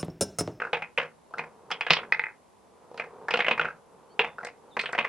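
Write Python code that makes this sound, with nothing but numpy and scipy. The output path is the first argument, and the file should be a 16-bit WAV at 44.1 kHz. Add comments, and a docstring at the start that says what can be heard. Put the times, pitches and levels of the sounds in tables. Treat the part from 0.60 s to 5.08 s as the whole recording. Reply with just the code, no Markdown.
"""Quiet yard, outdoor table: marbles run through a wooden adding machine while a far bird chirps.
Shaped noise makes the air, swept sines the bird, and a dense stream of dull bumps the rolling along slats.
Knocks, drops, clacks, rocker switches and a bouncing ramp each give a noise crack and a board after-ring,
coloured by wood, contact time and struck spot; clusters of close sines ring on after some blows."""
import sys
import numpy as np
from scipy import signal
from scipy.fft import rfft, irfft
from scipy.io import wavfile
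from scipy.ndimage import uniform_filter1d

SR = 44100
rng = np.random.default_rng(int(sys.argv[2]) if len(sys.argv) > 2 else 0)


def log_audio(samples):
    """Write samples as a 16-bit WAV file to the path given in sys.argv[1]."""
    # one column per channel
    frames = np.atleast_2d(samples).T
    # limit to full scale, then quantise
    limited = np.clip(frames, -1, 1)
    pcm = np.round(limited * 32767).astype(np.int16)
    wavfile.write(sys.argv[1], SR, pcm)


N = 197640
TIME_S = np.arange(N) / SR
FULL_HZ = np.fft.rfftfreq(N, 1 / SR)
HIT_SIZE = 16384  # samples kept of each short sound
HIT_TIME_S = np.arange(HIT_SIZE) / SR
HIT_HZ = np.fft.rfftfreq(2 * HIT_SIZE, 1 / SR)
LEFT_RIGHT = np.array([[1], [-1]])


def amp(db):
    """Decibels to gain."""
    return 10 ** (np.asarray(db) / 20)


def along(points, hz):
    """Read (hz, value) points on a log-frequency axis."""
    at_hz, value = np.transpose(points)
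    return np.interp(np.log(hz + 1), np.log(at_hz), value)


def decay(t60_s, time_s=HIT_TIME_S):
    """Exponential fall of 60 dB in t60_s."""
    return np.exp(-np.log(1000) * time_s / t60_s)


def coloured(x, points):
    """Shape a full-length signal by (hz, db) points; rms 1."""
    y = irfft(rfft(x) * amp(along(points, FULL_HZ)), N)
    return y / y.std()


def add(out, start_s, sound):
    """Mix a short sound in at start_s."""
    start = max(int(start_s * SR), 0)
    out[:, start:start + HIT_SIZE] += sound[..., :N - start]


def yard(level_db=-61.5):
    """Quiet outdoor air: shaped noise; deep rumble and thin hiss differ between the channels."""
    # mid spectrum: hz, relative_level_db
    air_colour = [(15, -54), (25, -25), (65, -4.5), (114, -7.5), (200, -2), (334, -4.5), (399, -2),
                  (587, -4.5), (720, -4), (980, -3.5), (1200, -9.5), (1300, -14.5), (4230, -23.5),
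                  (10600, -25.5), (11500, -26), (15000, -64), (22000, -120)]
    side_db = [(40, -1.5), (120, -2.0), (400, -1.5), (1200, -1.5), (3000, -6.0), (8000, 1.0)]  # re mid
    mid = coloured(rng.standard_normal(N), air_colour)
    side = coloured(rng.standard_normal(N), air_colour)
    side = irfft(rfft(side) * amp(along(side_db, FULL_HZ)), N)
    return amp(level_db) * (mid + LEFT_RIGHT * side)


def bird(waver=0.024):
    """Far bird: faint gliding sine whistles with an unsteady pitch; waver is an rms fraction of pitch."""
    # chirps: start_s, length_s, start_hz, middle_hz, end_hz, level_db
    chirp_table = [(3.482, 0.079, 4220, 4450, 4640, -65), (3.486, 0.054, 2960, 3094, 3210, -70.5),
                   (4.095, 0.082, 4430, 3570, 4400, -57)]
    out = np.zeros((2, N))
    for start_s, length_s, start_hz, middle_hz, end_hz, level_db in chirp_table:
        progress = np.minimum(HIT_TIME_S / length_s, 1)
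        glide = np.polyfit([0, .5, 1], [start_hz, middle_hz, end_hz], 2)
        flutter = uniform_filter1d(rng.standard_normal(HIT_SIZE), size=50)
        hz = np.polyval(glide, progress) * (1 + waver * flutter / flutter.std())
        whistle = np.sin(2 * np.pi * np.cumsum(hz) / SR)
        add(out, start_s, amp(level_db) * np.sin(np.pi * progress) ** 2 * whistle)
    return out


def rolling(bumps_per_s=2500, run_up_s=.9, speed_exponent=1.9, fade_t60_s=0.7):
    """Marbles ride over wood grain: dense tiny dull bumps, louder as they gather speed along a slat."""
    # rolls: start_s, end_s, full_speed_level_db
    roll_table = [(-1, 0.073, -47.5), (0.33, 1.6, -51), (1.67, 3.04, -49), (2.5, 3.8, -56.5),
                  (3.5, 4.48, -50)]
    # bump spectrum: hz, relative_level_db
    roll_colour = [(60, -29), (160, -7), (300, -10), (470, 3.5), (620, -7), (950, -2), (1300, -12),
                   (1800, -24.5), (3000, -34), (8000, -45.5)]
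    bumps = (rng.random(N) < bumps_per_s / SR) * rng.standard_normal(N)
    power = 0
    for start_s, end_s, level_db in roll_table:
        speed = np.clip((TIME_S - start_s) / run_up_s, 0, 1)
        fade = decay(fade_t60_s, np.maximum(TIME_S - end_s, 0))
        power = power + (amp(level_db) * speed ** speed_exponent * fade) ** 2
    return coloured(bumps, roll_colour) * np.sqrt(power)


def pings(spread=0.039, count=5, rise_s=0.0038):
    """Parts ring on after a blow: clusters of close modes (within +-spread) start together, then beat."""
    # ringing parts, whole panel to small hard pieces, plus a few faint high tones: start_s, pitch_hz, level_db,
    # t60_s
    ping_table = [(.131, 471, -27, 0.12), (.381, 484, -30, 0.16), (1.112, 3210, -30, 0.14),
                  (1.21, 3270, -39, 0.2), (1.306, 166.7, -34.5, 0.15), (1.307, 332, -33, 0.045),
                  (1.335, 5373, -35.5, 0.1), (2.739, 484, -26.5, 0.11), (3.594, 446, -26, 0.12),
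                  (3.647, 3530, -50, 0.28), (4.194, 4400, -33.5, 0.13), (4.194, 8240, -53, 0.28)]
    out = np.zeros((2, N))
    for start_s, hz, level_db, t60_s in ping_table:
        detune = spread * (2 * (np.arange(count) + rng.random(count)) / count - 1)
        modes = np.sin(2 * np.pi * np.outer(hz * (1 + detune), HIT_TIME_S))
        cluster = modes.sum(axis=0) / np.sqrt(count)
        envelope = (1 - np.exp(-HIT_TIME_S / rise_s)) * decay(t60_s)
        add(out, start_s, amp(level_db) * cluster * envelope)
    return out


def peaks(modes):
    """Sum of resonance humps in dB, from (hz, width_hz, peak_db)."""
    return sum(db / (1 + (2 * (HIT_HZ - hz) / width_hz) ** 2) for hz, width_hz, db in modes)


def causal(db):
    """Minimum-phase response with this gain: it rings only after the blow."""
    cepstrum = irfft(np.log(amp(db)))
    cepstrum[1:HIT_SIZE] *= 2
    cepstrum[HIT_SIZE + 1:] = 0
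    return np.exp(rfft(cepstrum))


def contact(corner_hz, tick_db, steepness=14):
    """Contact time limits the treble, in dB; a hard tick leaks past that corner."""
    return 10 * np.log10(1 / (1 + (HIT_HZ / corner_hz) ** steepness) + amp(tick_db) ** 2)


def board(thump_db):
    """Colour of the wooden board in dB; a square blow moves the whole panel and thumps."""
    # radiation of the wood: hz, gain_db
    radiation = [(40, -26.5), (100, -22), (170, -15.5), (300, -15.5), (400, -6.5), (700, -3.5),
                 (1100, -3.5), (2500, -2.5), (5000, -2), (7000, -10.5), (11000, -25.5)]
    # board resonances: hz, width_hz, peak_db
    board_modes = [(159, 23, 11), (226.3, 22, 9.5), (482, 55, 9.7), (706, 40, 3.2), (1362, 31, 1.4),
                   (2080, 33, 6.14), (2327, 45, 1.7), (2513, 40, 7.5), (2729, 11, 2.2)]
    thump = thump_db / (1 + (HIT_HZ / 750) ** 4)
    return along(radiation, HIT_HZ) + peaks(board_modes) + thump


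def spot(low_hz, high_hz, low_db=9, high_db=9):
    """Two broad resonances of the struck slat, in dB."""
    return peaks([(low_hz, 0.23 * low_hz, low_db), (high_hz, 0.22 * high_hz, high_db)])


def crack(t60_s, rise_s=0.00018):
    """Spectrum of the first crowd of bending waves: dies in milliseconds, even across frequency."""
    envelope = (1 - np.exp(-HIT_TIME_S / rise_s)) ** 2 * decay(t60_s)
    waves = rfft(rng.standard_normal(HIT_SIZE) * envelope, 2 * HIT_SIZE)
    return waves / np.sqrt(uniform_filter1d(np.abs(waves) ** 2, size=300))


def board_rings(count=10, build_s=.009, chatter_db=4, chatter_per_s=350):
    """Spectra of after-rings at different spots: banded noise; loose parts chatter, lows last longest."""
    # board decay: hz, t60_s
    ring_decay = [(150, .45), (500, .25), (1200, .21), (2500, .17), (5000, .115), (10000, .13)]
    bands = len(ring_decay)
    centres_hz = np.geomspace(ring_decay[0][0], ring_decay[-1][0], bands)
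    steps = (HIT_TIME_S * chatter_per_s).astype(int)
    jumps = np.clip(rng.standard_normal((count, HIT_SIZE)), -2, 2)[:, steps]
    chatter = amp(chatter_db * jumps)
    chatter = chatter / np.sqrt(np.mean(chatter ** 2))
    noise = rfft(rng.standard_normal((count, HIT_SIZE)) * chatter)
    rings = 0
    for hz, own_band in zip(centres_hz, np.eye(bands)):
        band = irfft(noise * along(np.c_[centres_hz, own_band], HIT_HZ[::2]))
        envelope = (1 - np.exp(-HIT_TIME_S / build_s)) * decay(along(ring_decay, hz))
        rings = rings + band * envelope / np.linalg.norm(envelope[HIT_TIME_S < .03])
    return rfft(rings, 2 * HIT_SIZE)


def blow(colour_db, ring_db, crack_t60_s, rings, spot_db=0, spot_share=0.65, ring_top_hz=6000):
    """One impact: a crack, then the board's after-ring, which keeps spot_share of the spot's colour in dB."""
    centre, side = rings[rng.permutation(len(rings))[:2]]
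    # short waves reach the channels differently, more so once spread through the board
    crack_width = np.minimum(HIT_HZ / 9000, 1) ** 1.5
    ring_width = np.minimum(HIT_HZ / 5000, 1) ** 1.5
    first = crack(crack_t60_s) + LEFT_RIGHT * crack_width * crack(crack_t60_s)
    # wood soon absorbs the highest treble
    absorption = 0.5 + 0.66 / (1 + (HIT_HZ / ring_top_hz) ** 20)
    after = (centre + LEFT_RIGHT * ring_width * side) * absorption
    first = first * causal(colour_db + spot_db)
    after = after * causal(colour_db + ring_db + spot_share * spot_db)
    return irfft(first + after)[:, :HIT_SIZE]


def bounces(start_s, hop_s, level_db, corner_hz, restitution, loss_db, softening, count):
    """Yield (start_s, level_db, corner_hz) of a blow and its rebounds: each sooner, weaker, duller."""
    for k in range(count):
        yield start_s, level_db - k * loss_db, corner_hz * softening ** k
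        start_s = start_s + hop_s
        hop_s = restitution * hop_s + .004  # s added to each later hop


def switches(rings, thump_db=5, tick_db=-23):
    """A rocker switch falls and chatters briefly on its stop: four blows through its resonances."""
    # flips: start_s, first_rebound_s, level_db, contact_corner_hz
    flip_table = [(0.018, 0.032, 1.5, 2380), (0.7371, 0.037, -4, 1440), (2.995, .0578, 6, 3090),
                  (3.7836, 0.027, -6, 1700)]
    # switch resonances: hz, width_hz, peak_db
    switch_modes = [(860, 56, 8.5), (1327, 280, 10), (1528, 420, 16.5), (2660, 270, 13)]
    out = np.zeros((2, N))
    for flip in flip_table:
        rebounds = bounces(*flip, restitution=.48, loss_db=6.0, softening=0.85, count=4)
        for start_s, level_db, corner_hz in rebounds:
            colour_db = level_db + board(thump_db) + contact(corner_hz, tick_db)
            hit = blow(colour_db, ring_db=-6, crack_t60_s=0.024, rings=rings, spot_db=peaks(switch_modes))
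            add(out, start_s, hit)
    return out


def ramp(rings, thump_db=7, tick_db=-17):
    """A marble lands on the springy bottom ramp and bounces: seven ever-closer, weaker blows."""
    # ramp resonances: hz, width_hz, peak_db
    ramp_modes = [(880, 110, 16), (1393, 610, 13), (1992, 763, 27.1), (2280, 126, 2.896), (2508, 330, 12.2)]
    out = np.zeros((2, N))
    rebounds = bounces(start_s=1.5224, hop_s=.0716, level_db=-2.5, corner_hz=5400,
                       restitution=.555, loss_db=5.5, softening=0.77, count=7)
    for start_s, level_db, corner_hz in rebounds:
        colour_db = level_db + board(thump_db) + contact(corner_hz, tick_db)
        hit = blow(colour_db, ring_db=-8.0, crack_t60_s=0.018, rings=rings,
                   spot_db=peaks(ramp_modes), spot_share=0.87)
        add(out, start_s, hit)
    return out


def clacks(rings, pitch_db=12, lowest_hz=3500, ring_db=-8, crack_t60_s=.028):
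    """Hard glancing contacts, marble on marble or on a pin: so short that they sound in the treble."""
    # clacks: start_s, level_db, pitch_hz
    clack_table = [(0.1305, -17.5, 4280), (0.782, -17, 4150), (1.1135, -7.5, 5100), (1.2089, -18.0, 4770),
                   (1.3046, -2.5, 4800), (1.332, -3.5, 4870), (2.3752, -20.5, 4370), (2.7064, -11, 5040),
                   (2.7383, -7.5, 4000), (2.771, -12, 4230), (3.8477, -9.0, 8500.0),
                   (3.8696, -17.5, 8500.0), (4.1928, -10.5, 4200.0), (4.213, -10, 4200.0),
                   (4.3261, -14, 8000)]
    out = np.zeros((2, N))
    treble_db = board(0) - 10 * np.log10(1 + (lowest_hz / np.maximum(HIT_HZ, 500)) ** 8)
    for start_s, level_db, hz in clack_table:
        pitch = peaks([(hz, 0.22 * hz, pitch_db)])
        add(out, start_s, blow(level_db + treble_db, ring_db, crack_t60_s, rings, pitch))
    return out


def drops(rings, tick_db=-26, ring_db=-7.0, crack_t60_s=0.032):
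    """A marble drops on wood and hops twice: three blows on the same spot."""
    # drops: start_s, first_hop_s, level_db, contact_corner_hz, spot_low_hz, spot_high_hz, thump_db
    drop_table = [(0.1307, 0.039, 12.5, 2830, 847, 3730, 2), (0.3823, 0.047, 14, 2650, 532, 3050, -2.5),
                  (0.7926, 0.045, 6.5, 2470, 950, 2410, 2.5), (2.3973, 0.042, 7.5, 2460, 606.5, 2380, -3),
                  (3.5929, 0.052, 16.5, 3230, 825, 2710, 0)]
    out = np.zeros((2, N))
    for first_s, hop_s, first_db, first_hz, low_hz, high_hz, thump_db in drop_table:
        rebounds = bounces(first_s, hop_s, first_db, first_hz,
                           restitution=.47, loss_db=10.5, softening=0.8, count=3)
        for start_s, level_db, corner_hz in rebounds:
            colour_db = level_db + board(thump_db) + contact(corner_hz, tick_db)
            add(out, start_s, blow(colour_db, ring_db, crack_t60_s, rings, spot(low_hz, high_hz)))
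    return out


def knocks(rings, tick_db=-26, ring_db=-7.5, ring_slope=0.11, crack_t60_s=.038):
    """Marble knocks a slat or stop, some rows being its rebounds; the harder the blow, the more its crack tops
    the after-ring."""
    # knocks: start_s, level_db, contact_corner_hz, spot_low_hz, spot_high_hz, thump_db
    knock_table = [(.0003, 0.5, 2670, 1250, 1740, 4), (.1448, 5, 2960, 546, 2580, -1.5),
                   (.2212, 5, 2570, 830, 2410, -6), (.376, 12, 2800, 550, 2530, -12),
                   (.398, 1.5, 2850, 1350, 2510, -2.5), (.4161, 1, 2920, 634, 1640, -6.5),
                   (.708, -12, 1090, 660, 1000, -1.5), (.782, -1, 2420, 1600, 2110, 1),
                   (1.104, 9, 1703, 860, 2660, -16), (1.1142, 7, 2900, 1300, 3280, -3),
                   (1.121, 4.5, 3184, 850, 3300, -3), (1.2087, 10, 2870, 880, 2520, -10.5),
                   (1.2656, 7, 3068, 687, 1700, -3), (1.2996, 3.5, 3600, 1600, 2020, -8),
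                   (1.3049, 19.5, 4484, 1030, 2640, 1), (1.317, 5, 5105, 710, 2000, -6),
                   (1.333, 11.5, 5000, 1902, 2820, -12), (1.3674, 7.5, 3296, 1010, 3300, 1),
                   (1.388, 0, 2696, 1340, 2500, 7), (1.4307, -4.5, 2170, 1150, 1490, 3),
                   (2.3137, -10, 1100, 536, 900, 7.5), (2.343, -2, 1100, 672, 1790, 0),
                   (2.3762, -6.5, 3100, 1510, 4730, 8.5), (2.6835, 12.5, 1880, 840, 1750, -8.5),
                   (2.7072, 8, 3110, 880, 2500, -1), (2.7386, 12.5, 3220, 1430, 2840, 4.5),
                   (2.7723, 5.5, 2900, 760, 2880, 1), (2.791, 11, 2660, 696, 3300, 3.5),
                   (2.8037, 11.5, 3300, 1730, 2200, -9.5), (2.8453, 5, 2900, 1990, 2250, -3),
                   (2.8648, 7.5, 2950, 1660, 2960, 0.5), (2.8822, 16.5, 2740, 643, 2880, -0.5),
                   (2.9104, 13.5, 3220, 1010, 2560, 3), (2.9262, -0.5, 3300, 1700, 2800, 4),
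                   (2.9775, 7.5, 2230, 1060, 2400, -2), (3.0118, 8, 2830, 1310, 3200, 2.5),
                   (3.046, 1, 2400, 1150, 1640, 10), (3.831, -1.5, 1900, 750, 2000, 5.5),
                   (3.8481, -6, 2270, 1630, 2020, 9), (3.8686, -2, 2590, 724, 2050, 0),
                   (4.1676, 12.5, 2050, 956, 2730, 0), (4.1928, 6.5, 3980, 1980, 2460, -4.5),
                   (4.237, 0, 2530, 1330, 3180, 7.5), (4.2576, 3.5, 3500, 1700, 2950, -10),
                   (4.2905, -2, 2190, 1380, 2600, 6), (4.3305, 8, 1990, 1430, 2135, 1),
                   (4.3495, 6, 2550, 720, 1800, 1.5), (4.3792, 6.5, 3030, 940, 2060, 4.5),
                   (4.3871, 14.5, 3070, 1080, 2550, 0.5), (4.409, -1.5, 3370, 560, 2500, 3.5),
                   (4.445, 3.5, 2740, 830, 2020, 0.5), (4.449, 7, 2620, 1110, 2090, -6)]
    out = np.zeros((2, N))
    for start_s, level_db, corner_hz, low_hz, high_hz, thump_db in knock_table:
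        colour_db = level_db + board(thump_db) + contact(corner_hz, tick_db)
        hit_ring_db = ring_db - ring_slope * level_db
        add(out, start_s, blow(colour_db, hit_ring_db, crack_t60_s, rings, spot(low_hz, high_hz)))
    return out


def impacts():
    """Every kind of blow sounds through the same board."""
    rings = board_rings()
    return switches(rings) + ramp(rings) + clacks(rings) + drops(rings) + knocks(rings)


def scene(left_lag_s=.000026):
    """Yard and bird behind the machine, whose sound reaches the right channel a moment before the left."""
    background = yard() + bird()
    left, right = rolling() + pings() + impacts()
    left = irfft(rfft(left) * np.exp(-2j * np.pi * FULL_HZ * left_lag_s), N)
    return background + np.array([left, right])


def record(dry, top_hz=11500):
    """Left channel a little weaker in bass and low treble; a steep low-pass cuts the top."""
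    # left re right: hz, db
    balance = [(60, -4), (200, -.6), (600, -.2), (2000, -.1), (3800, -2.6), (6500, .2)]
    balance_db = along(balance, FULL_HZ)
    channels = irfft(rfft(dry) * amp(LEFT_RIGHT * balance_db / 2), N)
    low_pass = signal.ellip(10, .2, 70, top_hz, fs=SR, output="sos")
    return signal.sosfilt(low_pass, channels)


dry = scene()
out = record(dry)
log_audio(out)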